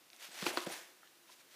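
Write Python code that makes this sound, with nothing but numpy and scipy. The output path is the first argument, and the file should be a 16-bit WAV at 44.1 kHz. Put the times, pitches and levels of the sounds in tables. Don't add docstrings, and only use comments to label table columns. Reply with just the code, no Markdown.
import sys
import numpy as np
from scipy import signal
from scipy.fft import rfft, irfft, next_fast_len
from scipy.io import wavfile

SR = 44100
rng = np.random.default_rng(int(sys.argv[2]) if len(sys.argv) > 2 else 0)


def transcribe(u):
    v = np.clip(np.atleast_2d(u).T, -1, 1)
    q = np.round(v * 32767).astype(np.int16)
    wavfile.write(sys.argv[1], SR, q)


N = 68355

# t/s, level/dB, f/Hz, t60/s
CLAW_TICKS = [(.102, -44.5, 4520, 0.0041), (.132, -42.5, 3970, 0.0051), (0.1638, -44, 6300, 0.0026),
              (.2185, -48, 1100, 0.011), (0.4255, -28.5, 3200, 0.0031), (0.4412, -28, 3650, .003),
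              (0.6042, -34, 3660, 0.0061), (1.0315, -51, 1380, 0.021), (1.074, -51.5, 2960, 0.011),
              (1.323, -51, 3780, 0.016)]
# f/pitch, level/dB
TICK_PARTIALS = [(.58, -4), (1, -1.5), (1.37, -5)]
# peak t/s, rise/s, fall/s, level/dB, panel trim/dB, sheen trim/dB
STROKES = [(0.147, 0.027, .025, -67.5, 2.5, 7.5), (0.219, .017, 0.011, -57, -6, -6),
           (.247, 0.032, 0.032, -52, -23, 2), (.345, 0.03, 0.024, -53.5, -1, 1),
           (0.424, 0.037, 0.031, -44.5, -7.5, -2), (0.468, 0.0087, 0.024, -39.5, 5.5, 3),
           (.502, 0.01, 0.021, -49.5, 10, -2), (0.536, 0.01, 0.014, -54, 13, 10),
           (0.57, 0.013, 0.025, -46, 2.5, 1), (0.631, 0.02, .017, -49.5, -14, 1),
           (0.667, 0.0034, 0.0078, -47, 9, 1.5), (.70, 0.014, 0.033, -52, 9, 4.5),
           (0.726, 0.012, 0.021, -46.5, 0, 0), (.78, 0.029, 0.026, -53.5, -1, 5.5),
           (0.834, 0.037, 0.046, -60.5, -20, 4.5), (1.055, .015, 0.016, -73, 11, -18),
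           (1.297, 0.016, 0.011, -62.5, -9, -1), (1.325, 0.019, 0.015, -61, -18, 3.5),
           (1.41, 0.039, 0.013, -66, -25, 4), (1.545, 0.033, 0.032, -60, -10, 0)]
# peak t/s, half length/s, level/dB, f/Hz
NYLON_SQUEAKS = [(0.26, 0.019, -57.5, 2540), (0.326, .004, -54, 8300), (.553, .009, -51, 9600),
                 (.649, 0.0028, -49, 9730), (.727, .011, -46, 9750), (0.798, 0.07, -58.5, 1830),
                 (1.038, 0.018, -65.5, 1576), (1.299, 0.0061, -57, 880)]
# t/s, level/dB, contact cutoff f/Hz, relative floor thump/dB
SHELL_KNOCKS = [(.286, -49, 806, -6.5), (0.4246, -33, 2400, 2), (0.4419, -41.5, 2470, -38),
                (.4620, -33.5, 5000, -19), (0.4656, -21.5, 4900, -36), (.5728, -21, 3760, -31),
                (0.6677, -25, 840, -8.5)]
# f/Hz, level/dB, t60/s
SHELL_MODES = [(248, -21.5, 0.069), (352.7, -8.5, 0.047), (482.5, -12.5, 0.036), (572, -19, 0.052),
               (731, -15, 0.038), (980, -13, 0.032), (1277, -10, 0.031), (1477, -10, 0.028),
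               (2270, -3.5, 0.0057), (2727, -9, 0.0079), (4010, -11.5, 0.016), (4670, -0.5, 0.0067)]
# f/Hz, level/dB
HISS_SHAPE = [(25, -20), (70, -1), (130, -4.5), (220, -4), (290, -0.5), (345, 4.5), (420, -2), (900, -2.5),
              (1800, -2), (4000, -3.5), (8000, -7.5), (15000, -9)]
RUB_SHAPE = [(60, -39), (200, -35), (600, -6), (1100, -5), (1800, 0), (2300, 0), (2800, -1), (3400, -0.5),
             (4400, -2.5), (6500, -7.5), (10000, -14), (15000, -18.5)]
PANEL_SHAPE = [(40, -41), (100, -10), (200, -10.5), (270, -3), (360, -0.5), (440, -3), (520, -0.5),
               (750, 1.5), (1100, -11.5), (1600, -5), (3000, -12), (15000, -48)]
SHEEN_SHAPE = [(60, -58), (2500, -45), (5500, 0.5), (8500, -3), (9700, -3), (11000, -3.5), (15000, -9)]
CRACK_SHAPE = [(100, -24), (300, -5), (1300, 4.5), (4800, 0), (5800, -7), (15000, -12.5)]
ROOM_SHAPE = [(60, -26), (200, -9.5), (350, 1.5), (600, 2), (1100, 3), (1800, 0), (5000, -2), (15000, -1)]


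def undb(db):
    return 10 ** (np.asarray(db) / 20)


def unit(x):
    return x / np.sqrt(np.mean(x ** 2))


def colour(x, shape):
    size = next_fast_len(2 * N)
    hz, db = np.array(shape, float).T
    bins_hz = np.arange(size // 2 + 1) * SR / size
    log_gain = np.log(undb(np.interp(np.log(bins_hz + 1), np.log(hz), db)))
    cepstrum = irfft(log_gain, size)
    cepstrum[1:size // 2] *= 2
    cepstrum[size // 2 + 1:] = 0
    return irfft(rfft(x, size) * np.exp(rfft(cepstrum, size)), size)[:N]


def wander(rate_hz):
    steps = np.arange(N) / SR * rate_hz
    return unit(np.interp(steps, np.arange(N), rng.standard_normal(N)))


def ring(t, hz, t60_s):
    return np.sin(2 * np.pi * hz * t) * np.exp(-np.log(1000) * t / t60_s)


def add(out, start_s, x):
    i = int(start_s * SR)
    out[i:i + len(x)] += x[:N - i]


def hiss(level_db=-64.5):
    return undb(level_db) * unit(colour(rng.standard_normal(N), HISS_SHAPE))


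def ticks(t):
    out, t = np.zeros(N), t[:SR // 12]
    for start_s, db, hz, t60_s in CLAW_TICKS:
        tick = sum((-1) ** k * undb(partial_db) * ring(t, hz * ratio, t60_s)
                   for k, (ratio, partial_db) in enumerate(TICK_PARTIALS))
        add(out, start_s, undb(db) * tick)
    return out


def friction(shape, snags_per_s=3500, spread_db=4.5, snag_share=0.41):
    snags = (rng.random(N) < snags_per_s / SR) * rng.choice([-1, 1], N)
    snags = snags * undb(spread_db * np.minimum(rng.exponential(size=N), 4))
    grain = np.sqrt(snag_share) * unit(snags) + np.sqrt(1 - snag_share) * rng.standard_normal(N)
    return unit(colour(grain, shape))


def scuffs(t, panel_db=-7.5, sheen_db=-8, judder_db=1.16):
    power = np.zeros((3, N))
    for peak_s, rise_s, fall_s, db, panel_trim_db, sheen_trim_db in STROKES:
        width_s = np.where(t < peak_s, rise_s, fall_s)
        swell = np.exp(-np.abs((t - peak_s) / width_s) ** 1.9)
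        layer_db = db + np.array([0, panel_db + panel_trim_db, sheen_db + sheen_trim_db])
        power += swell * undb(layer_db[:, None]) ** 2
    layers = np.array([friction(RUB_SHAPE), friction(PANEL_SHAPE), friction(SHEEN_SHAPE)])
    stick_slip = undb(judder_db * wander(rate_hz=129.64))
    return (np.sqrt(power) * layers).sum(axis=0) * stick_slip


def squeaks(t, waver_hz=257):
    out = np.zeros(N)
    for peak_s, half_s, db, hz in NYLON_SQUEAKS:
        cycles = np.cumsum(hz + waver_hz * wander(rate_hz=700)) / SR
        swell = np.exp(-((t - peak_s) / half_s) ** 2)
        out += undb(db) * swell * np.sin(2 * np.pi * cycles)
    return out


def knocks(t, crack_s=0.0004, rattle_s=0.0093, low_cut_hz=270, thump_rise_s=0.002):
    out, t = np.zeros(N), t[:SR // 5]
    noise = unit(colour(rng.standard_normal(N), CRACK_SHAPE))
    burst = undb(-7.5) * np.exp(-t / crack_s) + undb(-12) * np.exp(-t / rattle_s)
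    thump = ring(t, hz=190, t60_s=0.042) * (1 - np.exp(-t / thump_rise_s))
    for start_s, db, cutoff_hz, thump_db in SHELL_KNOCKS:
        scatter = rng.standard_normal((len(SHELL_MODES), 2))
        shell = np.zeros(len(t))
        for (hz, mode_db, t60_s), (level_dev, pitch_dev) in zip(SHELL_MODES, scatter):
            gain = rng.choice([-1, 1]) * undb(mode_db + 1.5 * level_dev)
            shell += gain * ring(t, hz * (1 + 0.013 * pitch_dev), t60_s)
        crack = burst * np.roll(noise, rng.integers(N))[:len(t)]
        contact = signal.butter(2, [low_cut_hz, cutoff_hz], "band", fs=SR, output="sos")
        blow = signal.sosfilt(contact, shell + crack)
        add(out, start_s, undb(db) * (blow + undb(thump_db) * thump))
    return out


def room(x, t, tail_db=-11.5, tail_t60_s=0.67, build_s=0.009, hollow_db=-9.5, hollow_t60_s=0.4):
    tail = rng.standard_normal(N) * np.exp(-np.log(1000) * t / tail_t60_s)
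    tail *= 1 - np.exp(-(t / build_s) ** 2)
    tail = colour(tail / np.sqrt(np.sum(tail ** 2)), ROOM_SHAPE)
    hollow = ring(t, hz=360.6, t60_s=hollow_t60_s)
    hollow *= 2 * np.log(1000) / (hollow_t60_s * SR)
    return signal.fftconvolve(x, undb(tail_db) * tail + undb(hollow_db) * hollow)[:N]


def scene():
    t = np.arange(N) / SR
    ferret = scuffs(t) + squeaks(t) + knocks(t) + ticks(t)
    return (ferret + hiss() + room(ferret, t))[None]


def record(dry):
    low_hz, top_hz = 140, 15400
    thin = signal.sosfilt(signal.butter(3, low_hz, "high", fs=SR, output="sos"), dry)
    return signal.sosfilt(signal.ellip(12, 0.1, 80, top_hz, fs=SR, output="sos"), thin)


dry = scene()
out = record(dry)
transcribe(out)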